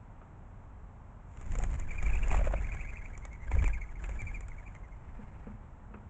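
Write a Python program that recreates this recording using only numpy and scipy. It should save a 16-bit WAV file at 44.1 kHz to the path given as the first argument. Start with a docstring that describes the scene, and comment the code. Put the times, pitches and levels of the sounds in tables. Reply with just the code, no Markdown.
"""Over a steady distant town hum and a faint early knock, mourning doves burst up from a back yard.
Wing tips clap, and flurries of filtered noise rustle and push air, then fade as the birds leave.
Trapped air slaps in short falling tones; gliding tones whistle on each downstroke, with a lower,
softer note on each upstroke. Short yard echoes follow the wings; a last soft flurry and dull knocks
(ringing sines under noise) end it, all through the limited treble of a small trail camera."""
import sys
import numpy as np
from scipy import signal
from scipy.fft import rfft, irfft, next_fast_len
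from scipy.io import wavfile
from scipy.ndimage import uniform_filter1d

SR = 44100
rng = np.random.default_rng(int(sys.argv[2]) if len(sys.argv) > 2 else 0)


def waveform_to_disk(signal):
    """Save audio, clipped to [-1, 1], as 16-bit WAV at the path in sys.argv[1]."""
    frames = np.transpose(np.atleast_2d(signal))
    scaled = np.clip(frames, -1, 1) * 32767
    samples = np.round(scaled).astype(np.int16)
    wavfile.write(sys.argv[1], SR, samples)


N = 268789
T = np.arange(N) / SR
SIZE = next_fast_len(N, real=True)
FREQS = np.fft.rfftfreq(SIZE, 1 / SR)

# Spectra give only a tone colour; the sound that uses one sets its strength.
# broad breath of vanes through air: (frequency [Hz], relative level per Hz [dB])
SWISH_SPECTRUM = [(120, -20.5), (250, 1), (600, 1), (1000, 0), (1600, -3), (2300, -3.5), (3100, -19.5),
                  (4500, -34.5), (9000, -41.5)]
# bright scrape of quills: (frequency [Hz], relative level per Hz [dB])
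FIZZ_SPECTRUM = [(1000, -22.5), (2500, -5.5), (3500, -13.5), (4700, -23), (6000, -8.5), (7200, 4),
                 (8200, -11.5), (9000, -25.5)]


def gain_of(db):
    """Decibels to amplitude."""
    return 10 ** (np.asarray(db) / 20)


def evened(x):
    """Scales to unit rms."""
    return x / np.sqrt(np.mean(x ** 2) + 1e-20)


def steadied(x, size):
    """Evens out a noise's chance swells over `size` samples, so an envelope can set its strength."""
    return x / np.sqrt(uniform_filter1d(x ** 2, size=size) + 1e-6)


def add(mix, start_s, sound):
    """Mixes a sound in at its start time."""
    part = mix[round(start_s * SR):][:len(sound)]
    part += sound[:len(part)]


def coloured(x, spectrum):
    """Filters x by a spectrum, joined up over log frequency, at unit rms."""
    hz, db = np.transpose(spectrum)
    gain = gain_of(np.interp(np.log(FREQS + 1), np.log(hz + 1), db))
    return evened(irfft(rfft(x, SIZE) * gain, SIZE)[:N])


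def noise(spectrum):
    """Random noise of a given spectrum, at unit rms."""
    return coloured(rng.standard_normal(N), spectrum)


def wander(rate_hz):
    """A smooth random curve: noise kept mostly below the given rate, at unit rms."""
    lowpass = 1 / (1 + (FREQS / rate_hz) ** 4)
    return evened(irfft(rfft(rng.standard_normal(SIZE)) * lowpass, SIZE)[:N])


def bursts(times, dbs, decay, rise):
    """An envelope of quick rises and exponential falls, both with time constants in seconds."""
    out, t = np.zeros(N), np.arange(SR // 3) / SR
    shape = (1 - np.exp(-t / rise)) * np.exp(-t / decay)
    for start, db in zip(times, dbs):
        add(out, start, gain_of(db) * shape)
    return out


def yard():
    """The steady far hum of the town, as noise weighted to the lows."""
    # town hum: (frequency [Hz], relative level per Hz [dB])
    hum_spectrum = [(12, -40.5), (20, 2), (92, -0.5), (158, -11), (194, -11.5), (232, -14.5), (331, -22),
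                    (416, -21), (449, -24), (918, -19.5), (1880, -33.5), (2130, -34.5), (4700, -60.5),
                    (7630, -47.5), (8890, -71), (11600, -87), (19600, -120)]
    return gain_of(-49) * noise(hum_spectrum)


def knocks(clatter_decay):
    """Distant bumps: a hollow body rings in decaying sines under a short noisy clatter."""
    # dull knocks in the yard: (time [s], low boom level [dB], clatter level [dB])
    knock_events = [(0.214, -64, -52), (5.189, -44, -63), (5.468, -42.5, -50), (5.907, -50.5, -64),
                    (5.94, -52, -44), (5.97, -58, -57), (6.031, -65, -58.5)]
    # resonances of the hollow body: (frequency [Hz], relative level [dB], time to fall 60 dB [s])
    boom_modes = [(208.5, 1.5, 0.36), (231.4, -5, 0.32), (480, -1.5, 0.068)]
    # clatter colour: (frequency [Hz], relative level per Hz [dB])
    clatter_spectrum = [(200, -2.5), (450, 11.5), (800, 0), (1300, 8.5), (1900, -8.5), (2500, -5),
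                        (4000, -38), (7200, -52), (9000, -49)]
    times, boom_dbs, clatter_dbs = np.transpose(knock_events)
    out = noise(clatter_spectrum) * bursts(times, clatter_dbs, clatter_decay, rise=0.00074)

    t = np.arange(SR // 3) / SR
    ring = sum(gain_of(db - 60 * t / t60) * np.sin(2 * np.pi * hz * t) for hz, db, t60 in boom_modes)
    boom = ring * (1 - np.exp(-t / 0.0023))  # softened onset
    for start, db in zip(times, boom_dbs):
        add(out, start, gain_of(db) * boom)
    return out


def claps(crack_db, body_db):
    """Wing tips meet: a bright crack of quills over a duller, longer smack of the vanes."""
    # wing-tip claps, before the overall trims: (time [s], crack level [dB], body level [dB])
    clap_events = [(1.3722, -57, -50.5), (1.4119, -51, -47.5), (1.463, -56, -55), (1.5198, -46, -48.5),
                   (1.553, -44, -38), (1.5869, -36.5, -43), (1.6255, -47, -42.5), (1.637, -38, -36),
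                   (1.703, -56, -48), (1.74, -51, -43.5), (1.7979, -43, -44.5), (2.027, -45, -39),
                   (2.2823, -41.5, -55), (2.3273, -43, -36.5), (2.344, -51, -32.5), (2.7472, -50.5, -42),
                   (3.1767, -46.5, -47.5), (3.252, -44.5, -43), (3.3303, -55, -57), (3.516, -49.5, -34.5),
                   (3.555, -58, -42), (3.623, -52.5, -38), (3.6417, -42, -33), (3.678, -43.5, -39),
                   (4.040, -53, -40), (4.0926, -51.5, -40.5), (4.2176, -48.5, -44.5), (4.407, -47.5, -47.5),
                   (4.4831, -50.5, -47.5), (4.75, -57, -47.5)]
    crack_decay = 0.0029  # s
    times, cracks, bodies = np.transpose(clap_events)
    crack_env = bursts(times, cracks + crack_db, crack_decay, rise=0.00015)
    body_env = bursts(times, bodies + body_db, 1.48 * crack_decay, rise=0.00027)
    quills = steadied(noise(FIZZ_SPECTRUM), size=130) * crack_env
    vanes = steadied(noise(SWISH_SPECTRUM), size=220) * body_env
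    return quills + vanes


def flurries(rise_db_per_s):
    """Gains of swish, fizz, push and buffet: each flurry builds, holds, then falls with distance."""
    # flurries of wings close by, before each sound's trim: (hold start [s], hold length [s],
    # half the time to double the distance [s], swish level [dB], fizz level [dB],
    # air push level [dB], buffet level [dB])
    flurry_events = [ (1.391, .06, .03, -74, -74, -48, -59), (1.517, 0.09, 0.23, -53, -63.5, -31, -43),
                     (2.044, 0.12, .08, -49, -61, -28, -45), (2.309, 0.044, 0.11, -44.5, -58, -26, -40),
                     (3.553, 0.11, 0.037, -54, -64.5, -26.5, -43.5),
                     (4.023, 0.13, 0.22, -59, -70, -38, -51),
                     (5.038, .44, 0.052, -62.5, -90.5, -51.5, -55.5)]
    ease_db_per_s = 5.5  # flapping eases once aloft
    power = np.zeros((4, N))
    for start, hold, leave, *dbs in flurry_events:
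        before = np.maximum(start - T, 0)
        after = np.maximum(T - start - hold, 0)
        effort = gain_of(-rise_db_per_s * before - ease_db_per_s * after)
        distance = np.hypot(1, np.sqrt(3) * after / (2 * leave))  # relative to the hold
        power += np.outer(gain_of(dbs), effort / distance) ** 2
    return np.sqrt(power)


def draught(draught_db, buffet_db):
    """Swirls of air from each flurry press on the microphone; smaller eddies buffet it."""
    # slow swirls: (frequency [Hz], relative level per Hz [dB])
    air_spectrum = [(8.8, -38), (15, 6.5), (32, 1.5), (46, 3.5), (80, -10), (193, -33), (265, -47),
                    (400, -43), (520, -61), (880, -120)]
    # smaller eddies: (frequency [Hz], relative level per Hz [dB])
    buffet_spectrum = [(30, -22), (65, 0.5), (110, 0.5), (170, -5.5), (260, -15.5), (400, -23),
                       (800, -51.5)]
    _, _, push, buffet = flurries(rise_db_per_s=167.5)
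    swirls = steadied(noise(air_spectrum), size=2400) * push * gain_of(draught_db)
    eddies = steadied(noise(buffet_spectrum), size=1200) * buffet * gain_of(buffet_db)
    return swirls + eddies


def rustle(swish, fizz, swish_db, fizz_db, flap_db, grain_db, grains_per_s):
    """Feathers sweep the air and scrape over each other in uneven surges."""
    surge = evened(gain_of(flap_db * np.tanh(wander(24))))
    # sparse random clicks of uneven size
    sizes = gain_of(grain_db * np.minimum(rng.exponential(1, N), 4))
    signs = rng.choice([-1., 1.], N)
    scrapes = evened(sizes * signs * (rng.random(N) < grains_per_s / SR))
    sweep = coloured(scrapes + rng.standard_normal(N), SWISH_SPECTRUM) * swish * gain_of(swish_db)
    scratch = coloured(scrapes, FIZZ_SPECTRUM) * fizz * gain_of(fizz_db)
    return surge * (sweep + scratch)


def flicks(swish, fizz, per_s, swish_db, fizz_db, spread_db, decay):
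    """Small chance collisions of feathers, as short noise taps that follow the flurry's strength."""
    chance, size = rng.random((3000, 2)).T
    times = np.linspace(0, T[-1], len(chance))
    hit = chance < per_s * (times[1] - times[0])
    taps = bursts(times[hit], -spread_db * size[hit], decay, rise=0.0014)
    soft = noise(SWISH_SPECTRUM) * swish * gain_of(swish_db)
    bright = noise(FIZZ_SPECTRUM) * fizz * gain_of(fizz_db)
    return taps * (soft + bright)


def slaps(glide, slap_db, rough, puff_db):
    """Ragged cycles of trapped air, falling in pitch as the pocket under the wing opens and puffs."""
    # hollow slaps, before the overall trim: (middle time [s], level [dB], mid-slap pitch [Hz])
    slap_events = [(1.589, -41, 490), (1.604, -42, 750), (2.316, -32, 840), (2.332, -35, 715),
                   (2.346, -29, 816), (2.395, -35.5, 597), (2.414, -34, 620), (2.474, -31, 593),
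                   (2.511, -40, 730), (2.540, -28.5, 612), (3.516, -38, 884), (3.570, -40.5, 470),
                   (3.636, -44, 270)]
    out, ragged = np.zeros(N), wander(1000)
    puff = steadied(noise(SWISH_SPECTRUM), size=220)
    for middle, db, hz in slap_events:
        length = 5.8 / hz  # a fixed number of cycles, so lower slaps last longer
        near = abs(T - middle) < 2 * length
        u = (T[near] - middle) / length
        turns = np.cumsum(hz * np.exp(-glide * np.tanh(u))) / SR + rng.random()
        tone = np.sin(2 * np.pi * turns + rough * ragged[near])
        pocket = tone + gain_of(puff_db) * puff[near]
        out[near] += gain_of(db + slap_db) * pocket / np.cosh(4 * u)
    return out


def wingbeats():
    """Down- and upstrokes of all bouts: rows of middle s, dB, pitch Hz, length s, sweep, breathiness."""
    # bouts of wingbeats, before scatter: (first beat [s], last beat [s], beats [count],
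    # loudest time [s], level [dB], fade either side [dB/s], pitch [Hz], stroke length [s],
    # pitch sweep over a stroke [share], breathiness [0-1], upstroke against downstroke [dB])
    bout_table = [ (1.825, 2.446, 10, 2.24, -40.5, 32, 2520, 0.023, .13, .6, -8),
                  (1.915, 2.138, 4, 2.08, -37.5, 19, 2420, .015, -.1, 0.15, -14),
                  (2.573, 3.143, 8, 2.74, -44.5, 16, 2380, .037, .1, .45, -5),
                  (2.699, 3.023, 5, 2.79, -47, 17, 2224, 0.022, .03, 0.08, -12.5),
                  (3.243, 3.428, 3, 3.39, -53, 16, 2170, .046, .02, .1, -14),
                  (3.52, 3.819, 5, 3.65, -37.5, 38.5, 2350, 0.02, -.02, .25, -6),
                  (3.89, 4.118, 4, 4.06, -48, 57.5, 2427, .019, .1, 0.27, -3.5),
                  (4.203, 4.354, 3, 4.31, -41.5, 16, 2406, 0.026, .04, .05, -11.5),
                  (4.432, 4.925, 7, 4.63, -52, 32, 2294, 0.03, -.03, .25, -7)]
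    slowing = 0.05  # the beat lengthens by about twice this share through a bout
    pitch_per_db = 0.007  # a harder stroke whistles higher, by this share
    scatter_db, pitch_scatter, sweep_scatter = 1.0, 0.015, 0.06  # pitch and sweep as shares
    wing2_s, wing2_db, wing2_pitch = 0.016, -8, 0.92  # the second wing trails, softer and lower
    up_lead_s = 0.039  # the wings lift just before each downstroke
    up_hz, up_s, up_sweep, up_breathy = 1656, 0.015, -0.08, 0.12
    down, up = [], []
    for first, last, beats, loudest, top_db, fade, top_hz, length, sweep, breathy, up_db in bout_table:
        u = np.linspace(0, 1, round(beats))
        times = first + (last - first) * (u - slowing * u * (1 - u))
        for s, chance in zip(times, rng.standard_normal((len(u), 5))):
            effort_db = scatter_db * chance[0] - fade * abs(s - loudest)
            db = top_db + effort_db
            hz = top_hz * (1 + pitch_per_db * effort_db + pitch_scatter * chance[1])
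            slips = sweep_scatter * chance[2:]
            down.append((s, db, hz, length, sweep + slips[0], breathy))
            down.append((s + wing2_s, db + wing2_db, hz * wing2_pitch, length, slips[1], breathy))
            up.append((s - up_lead_s, db + up_db, up_hz, up_s, up_sweep + slips[2], up_breathy))
    return down, up


def whistles(strokes, arch, jitter, shimmer, spread_hz, second_db, third_db):
    """Fluttering feathers: pitch arches with the wing's speed, most in short, sharp strokes."""
    out, wobble, flutter = np.zeros(N), wander(130), wander(120)
    # neighbouring feathers flutter out of step and smear the tone into a band
    smear = (wander(spread_hz) + 1j * wander(spread_hz)) / np.sqrt(2)
    for middle, db, hz, length, sweep, breathy in strokes:
        near = abs(T - middle) < length
        breathy = np.clip(breathy, 0, 1)
        u = (T[near] - middle) / length
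        force = np.exp(-abs(u / .5) ** 3)

        bend = sweep * u - arch * min(1, 0.035 / length) ** 2 * u ** 2
        unsteady = jitter * np.sqrt(breathy) * wobble[near]
        turn = np.exp(2j * np.pi * np.cumsum(hz * (1 + bend + unsteady)) / SR)
        voice = np.sqrt(1 - breathy) + np.sqrt(breathy) * smear[near]
        first = turn * voice * np.exp(shimmer * flutter[near])
        first /= np.sqrt(np.average(abs(first) ** 2, weights=force ** 2))  # even strokes

        # turning by the first harmonic's phase again gives the second and third
        step = np.exp(1j * np.angle(first))
        tone = first * (1 + gain_of(second_db) * step + gain_of(third_db) * step ** 2)
        out[near] += gain_of(db) * force * tone.imag
    return out


def whooshes(strokes, swish_db, fizz_db):
    """Every stroke also sweeps a broad puff of air, in proportion to its whistle."""
    force = np.zeros(N)
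    for middle, db, _, length, _, _ in strokes:
        add(force, middle - length, gain_of(db) * np.hanning(round(2 * length * SR)) ** 2)
    breath = gain_of(swish_db) * noise(SWISH_SPECTRUM) + gain_of(fizz_db) * noise(FIZZ_SPECTRUM)
    return force * breath


def fences(x, t60):
    """Scattered echoes from ground, fence and house wall; the open yard holds them only briefly."""
    t = np.arange(SR // 4) / SR
    signs = rng.choice([-1., 1.], len(t))
    taps = signs * (rng.random(len(t)) < 1500 / SR) * (t > .004)  # 1500 echoes/s after 4 ms
    tail = taps * gain_of(-60 * t / t60)
    return signal.fftconvolve(x, tail / np.linalg.norm(tail))[:N]


def scene():
    """Wings, their echoes, the air they push, the knocks and the town hum."""
    downstrokes, upstrokes = wingbeats()
    swish, fizz, _, _ = flurries(rise_db_per_s=116)
    wings = claps(crack_db=-1.5, body_db=1.0)
    wings += rustle(swish, fizz, swish_db=-3.5, fizz_db=-4.0, flap_db=6.3, grain_db=4.5, grains_per_s=2000)
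    wings += flicks(swish, fizz, per_s=80, swish_db=10, fizz_db=8, spread_db=9.5, decay=0.003)
    wings += slaps(glide=0.328, slap_db=1.0, rough=0.35, puff_db=-11.5)
    wings += whistles(downstrokes, arch=0.141, jitter=0.05, shimmer=0.45, spread_hz=223,
                      second_db=-33, third_db=-21.5)
    wings += whistles(upstrokes, arch=0.14, jitter=0.06, shimmer=0.45, spread_hz=730,
                      second_db=-22.5, third_db=-28.5)
    wings += whooshes(downstrokes, swish_db=-18.5, fizz_db=-27)
    wings += whooshes(upstrokes, swish_db=-8.5, fizz_db=-25)
    echoes = gain_of(-14.5) * fences(wings, t60=0.2)
    air = draught(draught_db=1.0, buffet_db=-1.5)
    return (yard() + knocks(clatter_decay=0.013) + wings + echoes + air)[None]


def record(dry):
    """The camera's band limit: a steep low-pass at 8800 Hz."""
    lowpass = signal.firwin(301, 8800, window=("kaiser", 8), fs=SR)
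    return signal.oaconvolve(dry, lowpass[None], "same")


dry = scene()
out = record(dry)
waveform_to_disk(out)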